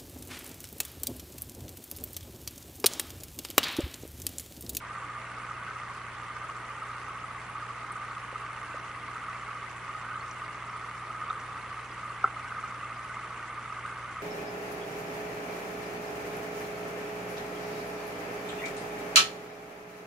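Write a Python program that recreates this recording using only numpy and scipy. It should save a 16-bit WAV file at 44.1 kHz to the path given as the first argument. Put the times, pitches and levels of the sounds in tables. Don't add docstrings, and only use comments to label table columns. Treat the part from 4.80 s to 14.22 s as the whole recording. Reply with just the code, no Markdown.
import sys
import numpy as np
from scipy import signal
from scipy.fft import rfft, irfft
from scipy.io import wavfile

SR = 44100
rng = np.random.default_rng(int(sys.argv[2]) if len(sys.argv) > 2 else 0)


def field_ratio(decibels):
    return 10 ** (np.asarray(decibels, dtype=float) / 20)


def master(y):
    cut = np.clip(np.atleast_2d(y).T, -1, 1)
    pcm = np.round(cut * 32767)
    wavfile.write(sys.argv[1], SR, pcm.astype(np.int16))


N = 415422
TIME = np.arange(N) / SR
STROKE_HZ = 60.041
FIZZ_DB = -47.5


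def rms_one(x):
    return x / np.sqrt(np.mean(x ** 2) + 1e-20)


def at_hz(points, hz):
    points = np.array(points)
    return np.interp(np.log(hz), np.log(points[:, 0] + 1e-9), points[:, 1])


def at_s(rows, s, width):
    at, db = np.transpose(rows)
    distance = (np.asarray(s)[:, None] - at) / width
    return np.exp(-0.5 * distance ** 2) @ db


def drift(rate):
    r = np.exp(-80 * np.pi * rate / SR)
    white = rng.standard_normal(N // 40 + 2002)
    slow = signal.lfilter([1], [1, -2 * r, r * r], white)[2000:]
    return np.interp(np.arange(N) / 40, np.arange(len(slow)), rms_one(slow))


def ring(clicks, hz, t60):
    r, w = field_ratio(-60 / (t60 * SR)), 2 * np.pi * hz / SR
    return signal.lfilter([0, np.sin(w)], [1, -2 * r * np.cos(w), r * r], clicks + 1e-18)


def bubbles(s, db, hz, cycles, rise, onset_s, size, sway=0):
    s, db, hz = (np.asarray(v, float)[:, None] for v in (s, db, hz))
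    age = np.arange(size) / SR
    decay = hz * age / cycles
    onset = (1 - np.exp(-age / onset_s)) ** 2
    tone = np.sin(2 * np.pi * hz * age * (1 + rise * decay))
    shape = field_ratio(db - 60 * decay) * onset * tone
    shape *= 1 - (np.arange(size) / size) ** 4
    leaning = shape * np.reshape(sway, (-1, 1))
    at = np.clip((s * SR).astype(int) + np.arange(size), 0, N).ravel()
    mid, side = (np.bincount(at, v.ravel(), N + 1)[:N] for v in (shape, leaning))
    return np.array([mid + side, mid - side])


def room(x, t60, wet_db):
    age = np.arange(SR // 4) / SR
    white = rng.standard_normal((2, len(age)))
    bright = signal.lfilter([1, -0.85], [1, -0.6], white)
    tail = bright * field_ratio(-60 * age / t60) * (age > 0.002)
    tail *= field_ratio(wet_db) / np.sqrt(np.sum(tail ** 2, axis=1, keepdims=True))
    tail[0, 1], tail[1, 0] = 1, 1
    return signal.fftconvolve(x * np.ones((2, 1)), tail, axes=1)[:, :N]


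def stroke_swell(depth_db, start):
    phase = (STROKE_HZ * TIME - start) % 1
    return field_ratio(depth_db * np.exp(-3.0 * phase))


def room_tone():
    # (frequency [Hz], level per Hz [dB])
    spectrum = [(25, -16), (50, -13), (90, -1), (250, -2), (740, -1.5), (900, 3), (1800, -0.5), (2600, -8),
                (3300, -16), (5000, -16.5), (6600, -18), (7150, -15.5), (7900, -20), (8700, -19),
                (11500, -17.5)]
    # (frequency [Hz], left-right likeness [-1 to 1])
    likeness = [(60, 0.97), (130, 0.95), (270, 0.89), (570, 0.83), (1200, 0.9), (2550, 0.29), (5400, 0.14),
                (11400, -0.17)]
    edges = 25 * 2 ** np.arange(0, 9.1, 1 / 3)
    white = rng.standard_normal((2, 2, N))
    spray = field_ratio(-2 + 0.5 * drift(14)) * stroke_swell(3.6, 0.94)
    out = 0
    for k, (low, high) in enumerate(zip(edges, edges[1:])):
        band = signal.butter(2, [low, high], "band", fs=SR, output="sos")
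        mid, side = signal.sosfilt(band, white[k % 2])
        hz = np.sqrt(low * high)
        alike = np.clip(at_hz(likeness, hz), -1, 1)
        gain = field_ratio(at_hz(spectrum, hz))
        if hz > 3000:
            gain = gain * spray * field_ratio(2.0 * drift(31))
        out = out + gain * (np.sqrt(1 + alike) * mid + np.sqrt(1 - alike) * side * [[1], [-1]])
    return field_ratio(-46.5) * rms_one(out)


def hum():
    # (multiple of the stroke rate, rms level [dB])
    overtones = [(1.0, -62.5), (2.0, -53.5), (3.0, -66.5), (4.0, -78), (5.0, -74), (6.0, -86), (7.0, -70),
                 (8.0, -73), (9.0, -72), (10.0, -77), (11.0, -67), (12.0, -94)]
    # (frequency [Hz], rms level [dB])
    motors = [(42.1, -72.5), (54.14, -78), (83.4, -83), (86.3, -77), (87.04, -67), (163.3, -72)]
    tones = [(k * STROKE_HZ, db + 0.2 * (k - 1) * drift(5.8)) for k, db in overtones]
    tones += [(hz, db) for hz, db in motors]
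    return sum(field_ratio(db + 3.5) * np.sin(2 * np.pi * (hz * TIME + rng.random())) for hz, db in tones)


def taps():
    # (time [s], level [dB], left-right difference [dB], bright mode level [dB])
    knocks = [
        (6.5003, -22, -2, -16.5),
        (6.5058, -25, 3, -34),
        (6.5137, -34, 4, -40),
        (7.4409, -8, 2.5, -48),
        (7.4439, -19, -1, -50),
        (7.4555, -29, 2, -48),
        (7.459, -23, 2, -48),
        (7.4742, -26, 0, -48),
    ]
    # (frequency [Hz], level [dB], t60 [s])
    modes = [(260, -25, 0.057), (418, -23.5, 0.081), (793, -20, 0.091), (1077, -15.5, 0.062),
             (1280, 8, 0.011), (1342, 7.5, 0.018), (1540, -21, 0.084)]
    # (time [s], peak level [dB], frequency [Hz])
    gulps = [
        (3.526, -38, 500),
        (3.944, -34.5, 517),
    ]
    out = np.zeros((2, N))
    for s, db, pan_db, bright_db in knocks:
        click = np.zeros(N)
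        click[int(s * SR)] = field_ratio(db)
        soft = signal.lfilter([0.022], [1, -1.72, 0.7396], click)
        soft = 1.88 * np.diff(soft, prepend=0) * 6
        body = sum(ring(soft, hz, t60) * field_ratio(mode_db) * (-1) ** k
                   for k, (hz, mode_db, t60) in enumerate(modes))
        bright = field_ratio(bright_db) * ring(click, 3680, 0.025)
        out += (body + bright) * field_ratio(np.array([[0.5], [-0.5]]) * pan_db)
    s, db, hz = np.transpose(gulps)
    return out + bubbles(s, db + 9.0, hz, cycles=11.3, rise=0.17, onset_s=0.0011, size=2000)


def splashes():
    # (time [s], level [dB], lowest frequency [Hz], highest frequency [Hz], length [s])
    volleys = [
        (3.1185, -47, 8000, 11500, .014),
        (6.6, -55, 5100, 7900, 0.008),
        (6.5005, -57, 3300, 4300, .006),
        (7.8, -57, 5250, 11000, .02),
        (5.966, -55, 8200, 10000, 0.02),
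        (5.51, -52, 5000, 7200, 0.0063),
    ]
    s, db, low_hz, high_hz, length = np.transpose(volleys)[:, :, None]
    late, high = rng.random(size=(2, len(volleys), 14))
    s = s + length * late ** 2
    db = db - 8 * late ** 2
    hz = low_hz * (high_hz / low_hz) ** high
    return bubbles(s.ravel(), db.ravel(), hz.ravel(), cycles=160.0, rise=0.03, onset_s=0.00013, size=500)


def pops():
    # (time [s], peak level [dB], frequency [Hz], left-right difference [dB])
    clear = [(0.1511, -49, 4350, -0.5), (0.5147, -35, 9650, 0.5), (1.7714, -37, 7390, 1.0),
             (1.8477, -46, 4160, 1.5), (2.3466, -45, 7290, 1.0), (2.83, -48, 4730, 3.5),
             (3.1193, -32, 9840, -3), (3.3089, -41, 4280, 0.0), (3.6471, -48, 4300, 7),
             (4.0896, -44, 5690, 1.0), (4.6259, -48, 4170, 0.0), (5.1163, -45, 7250, 1.0),
             (5.4091, -37, 4280, -2.0), (5.5109, -32, 5830, 0.5), (5.5448, -40, 7340, 0.0),
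             (5.6555, -42, 4650, 1.0), (5.7558, -40, 6350, 1.0), (5.898, -39, 5400, 0.5),
             (6.6623, -39, 8600, 0.5), (6.8164, -43, 4140, 0.0), (7.0594, -41, 6450, 1.5),
             (7.1147, -39, 4830, -0.5), (7.2938, -44, 4300, -3), (7.6834, -41, 5480, -0.5),
             (7.8396, -41, 4100, 0.0), (7.9104, -47, 4730, 0.5), (7.9563, -48, 5890, 1.0),
             (8.1658, -42, 4820, 0.0), (9.0618, -40, 8540, 0.5), (9.2599, -46, 4500, 0.0)]
    s, db, hz, pan_db = np.transpose(clear)
    draw = rng.random(size=(1600, 4))
    flurry_db = 3.2 * np.minimum(drift(5)[(draw[:, 0] * N).astype(int)], 1.5)
    crackle_db = -65 + flurry_db - 1.7 * np.log(1.02 - draw[:, 2])
    s = np.r_[s, draw[:, 0] * N / SR]
    db = np.r_[db - 4.5, crackle_db]
    hz = np.r_[hz, 3800 * 2.9 ** draw[:, 1]]
    sway = np.r_[pan_db / 17, 1.4 * (draw[:, 3] - 0.45)]
    return bubbles(s, db, hz, cycles=87.0, rise=0.038, onset_s=0.00046, size=600, sway=sway)


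def valves():
    # (frequency [Hz], level [dB], t60 [s])
    shell = [(906, -61, 0.027), (1200, -48.5, 0.061), (1450, -59.5, 0.071), (1760, -58.5, 0.017),
             (1910, -46, 0.0076), (2630, -75, 0.016), (3460, -70.5, 0.046), (3820, -77.5, 0.025),
             (4370, -75.5, 0.027), (4600, -74.5, 0.046), (5260, -77, 0.023), (5680, -75, .03),
             (5940, -80.5, .03), (6270, -76, .025), (6930, -79, .018), (7830, -92, 0.026),
             (8260, -74, 0.016)]
    clicks = np.zeros(N)
    strokes = np.arange(N * STROKE_HZ // SR - 1)
    for share, size in [(0.99, 1), (0.49, -field_ratio(-4.5))]:
        at = ((strokes + share) / STROKE_HZ * SR).astype(int)
        at += np.round(2.7e-5 * SR * rng.standard_normal(len(at))).astype(int)
        clicks[at] = size * field_ratio(7.0 + 3.2 * np.clip(rng.standard_normal(len(at)), -2, 2))
    return sum(ring(clicks, hz, t60) * field_ratio(db) * (-1) ** k for k, (hz, db, t60) in enumerate(shell))


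def fizz():
    # (frequency [Hz], level per Hz [dB])
    spectrum = [(1500, 6), (1690, -10), (1850, -5.5), (2100, -4), (2320, -9.5), (2700, -9), (3280, -19.5),
                (3700, -21.5), (4500, -27.5)]
    draw = rng.random(size=(11500, 4))
    s, hz = draw[:, 0] * N / SR, 1600 * 2.835 ** draw[:, 1]
    db = at_hz(spectrum, hz) + 6 * np.log2(hz / 2e3) - 0.57 * np.log(1 - draw[:, 2])
    db += 2.1 * np.cos(2 * np.pi * (STROKE_HZ * s - 0.95))
    sway = 1.1 * (draw[:, 3] - 0.5)
    out = bubbles(s, db, hz, cycles=62.0, rise=0.065, onset_s=0.00035, size=500, sway=sway)
    return rms_one(out) * field_ratio(FIZZ_DB + 0.0834 * TIME + 0.41 * drift(0.84) - 4.5)


def third_outlet():
    s = rng.random(size=1500) * N / SR
    chance = rng.standard_normal(size=(3, 1500))
    wander_db = 1.5 * drift(1.3)[(s * SR).astype(int)]
    db = FIZZ_DB + 0.5 * s - 4.0 + wander_db + 2.0 * chance[0]
    hz = 2100 * np.exp(0.036 * chance[1])
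    return bubbles(s, db, hz, cycles=126.0, rise=0.0084, onset_s=0.0012, size=800, sway=0.25 * chance[2])


def second_outlet():
    # (time [s], level above the steady patter [dB])
    fits = [(0.14, 0), (0.62, 2), (0.87, 7), (1.65, 5), (2.2, 0), (3.18, 7.5), (3.85, 4.5), (4.33, 2),
            (4.72, 4), (5.33, 8), (5.98, 1.5), (6.42, 4), (6.98, -3), (7.72, 8.5), (8.26, 2), (8.68, 4),
            (9.14, 7.5), (9.33, 5)]
    s = rng.random(size=1500) * N / SR
    chance = rng.standard_normal(size=(3, 1500))
    db = -47.5 + at_s(fits, s, 0.073) + 2.0 * chance[0]
    hz = 1490 * np.exp(0.038 * chance[1])
    return bubbles(s, db, hz, cycles=113.0, rise=0.032, onset_s=0.0013, size=1200, sway=0.065 * chance[2])


def stream():
    # (time [strokes], level [dB])
    releases = [
        (-.12, -2),
        (.45, -5),
        (1.05, 0),
        (1.45, 3),
        (2.05, 0),
        (2.3, 1),
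        (2.52, 3.5),
        (2.95, -4),
    ]
    # (time [s], level above the steady stream [dB])
    surges = [(0.0, -5), (0.18, 1), (0.46, -4), (0.97, 1.5), (1.3, -5.5), (2.61, -6.5), (3.0, 0.5),
              (3.19, 2.5), (3.45, -3), (4.17, -4), (4.42, 2), (4.72, 2), (4.93, -5), (5.33, 2), (5.62, -1),
              (5.77, -2), (5.95, 2.5), (6.15, 0), (6.45, 3.5), (7.1, -3.5), (7.78, 1.5), (8.15, -1.5),
              (8.36, 0.5), (8.62, -2.5), (9.3, -1.5)]
    # (time [s], peak level [dB], frequency [Hz])
    loudest = [(0.1525, -28.5, 1194), (0.9537, -29, 1230), (1.5552, -34, 1220), (1.708, -36, 1290),
               (1.7543, -29, 1200), (2.02, -29, 1280), (2.7526, -33, 1213), (2.818, -28, 1280),
               (3.5563, -26.5, 1244), (4.288, -30, 1240), (4.4818, -28, 1245), (4.6852, -30, 1240),
               (4.7496, -25.5, 1227), (5.1494, -25, 1240), (5.438, -32, 1245), (5.618, -26.5, 1190),
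               (6.1463, -31, 1280), (6.3468, -27.5, 1213), (6.416, -27.5, 1200), (6.721, -28, 1180),
               (7.2285, -27, 1250), (7.564, -27.5, 1220), (7.7218, -34, 1450), (7.8371, -23, 1240),
               (7.9698, -32, 1200), (8.0295, -25, 1250), (8.115, -35, 1240), (8.369, -26.5, 1245),
               (8.902, -31, 1246), (9.0506, -30, 1220)]
    groups = np.arange(N * STROKE_HZ // SR // 4 + 1)[:, None] * 4
    stroke, release_db = np.repeat(np.transpose(releases), 2, axis=1)
    s = ((groups + np.r_[stroke, 1.3]) / STROKE_HZ).ravel()
    s = s + (s > 6.8) / STROKE_HZ
    s = s + 0.001616 * rng.standard_normal(len(s))
    spread_db = np.r_[np.full(len(stroke), 1.4), 1.5]
    db = np.tile(np.r_[release_db + 3.0, 3.0], len(groups))
    db += np.tile(spread_db, len(groups)) * rng.standard_normal(len(s))

    patter = rng.random(size=3600) * N / SR
    spread = np.r_[np.full(len(s), 0.046), np.full(len(patter), 0.1)]
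    s = np.r_[s, patter]
    db = np.r_[db, -4.5 + 1.6 * rng.standard_normal(len(patter))]
    flow_db = at_s(surges, s, 0.07)
    hz = 1212.4 + 13.5 * np.minimum(flow_db, 0)
    hz = hz * np.exp(spread * np.clip(rng.standard_normal(len(s)), -2, 2.4))
    hz[-len(patter):] *= 0.975
    sway = 0.051 * rng.standard_normal(len(s))
    out = bubbles(s, db - 40.5 + flow_db, hz, cycles=66.0, rise=0.05, onset_s=0.0019, size=1250, sway=sway)
    s, db, hz = np.transpose(loudest)
    return out + bubbles(s - 0.001, db + 1.5, hz, cycles=56.0, rise=0.017, onset_s=0.0018, size=1300)


def scene():
    tank = room(stream() + second_outlet() + third_outlet() + fizz(), t60=0.45, wet_db=-11.5)
    close = room(taps() + pops() + splashes(), t60=0.08, wet_db=-15)
    close += room(valves(), t60=0.074, wet_db=-11)
    return tank + close + hum() + room_tone()


def low_pass(x):
    return signal.sosfilt(signal.butter(12, 12030, fs=SR, output="sos"), x)


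def record(dry):
    # (frequency [Hz], level [dB])
    port_colour = [(6480, 0.5), (6700, -2.5), (7200, 1), (7550, -2.5), (7850, 0), (8100, -2.5), (8650, 4),
                   (8850, -0.75)]
    # (frequency [Hz], left-right level [dB])
    port_difference = [(600, -0.1), (1200, -1.5), (1850, -.7), (2100, 3.5), (2450, -4.5), (3500, -4.5),
                       (6400, 2), (11000, .5)]
    hz = np.arange(1, N // 2 + 2) * SR / N
    tilt_db = at_hz(port_difference, hz) / 2
    response_db = at_hz(port_colour, hz) + np.array([tilt_db, -tilt_db])
    ports = irfft(rfft(dry) * field_ratio(response_db), N)
    top_cut = signal.ellip(12, 0.5, 70, 11010, fs=SR, output="sos")
    return low_pass(signal.sosfilt(top_cut, ports))


dry = scene()
out = record(dry)
master(out)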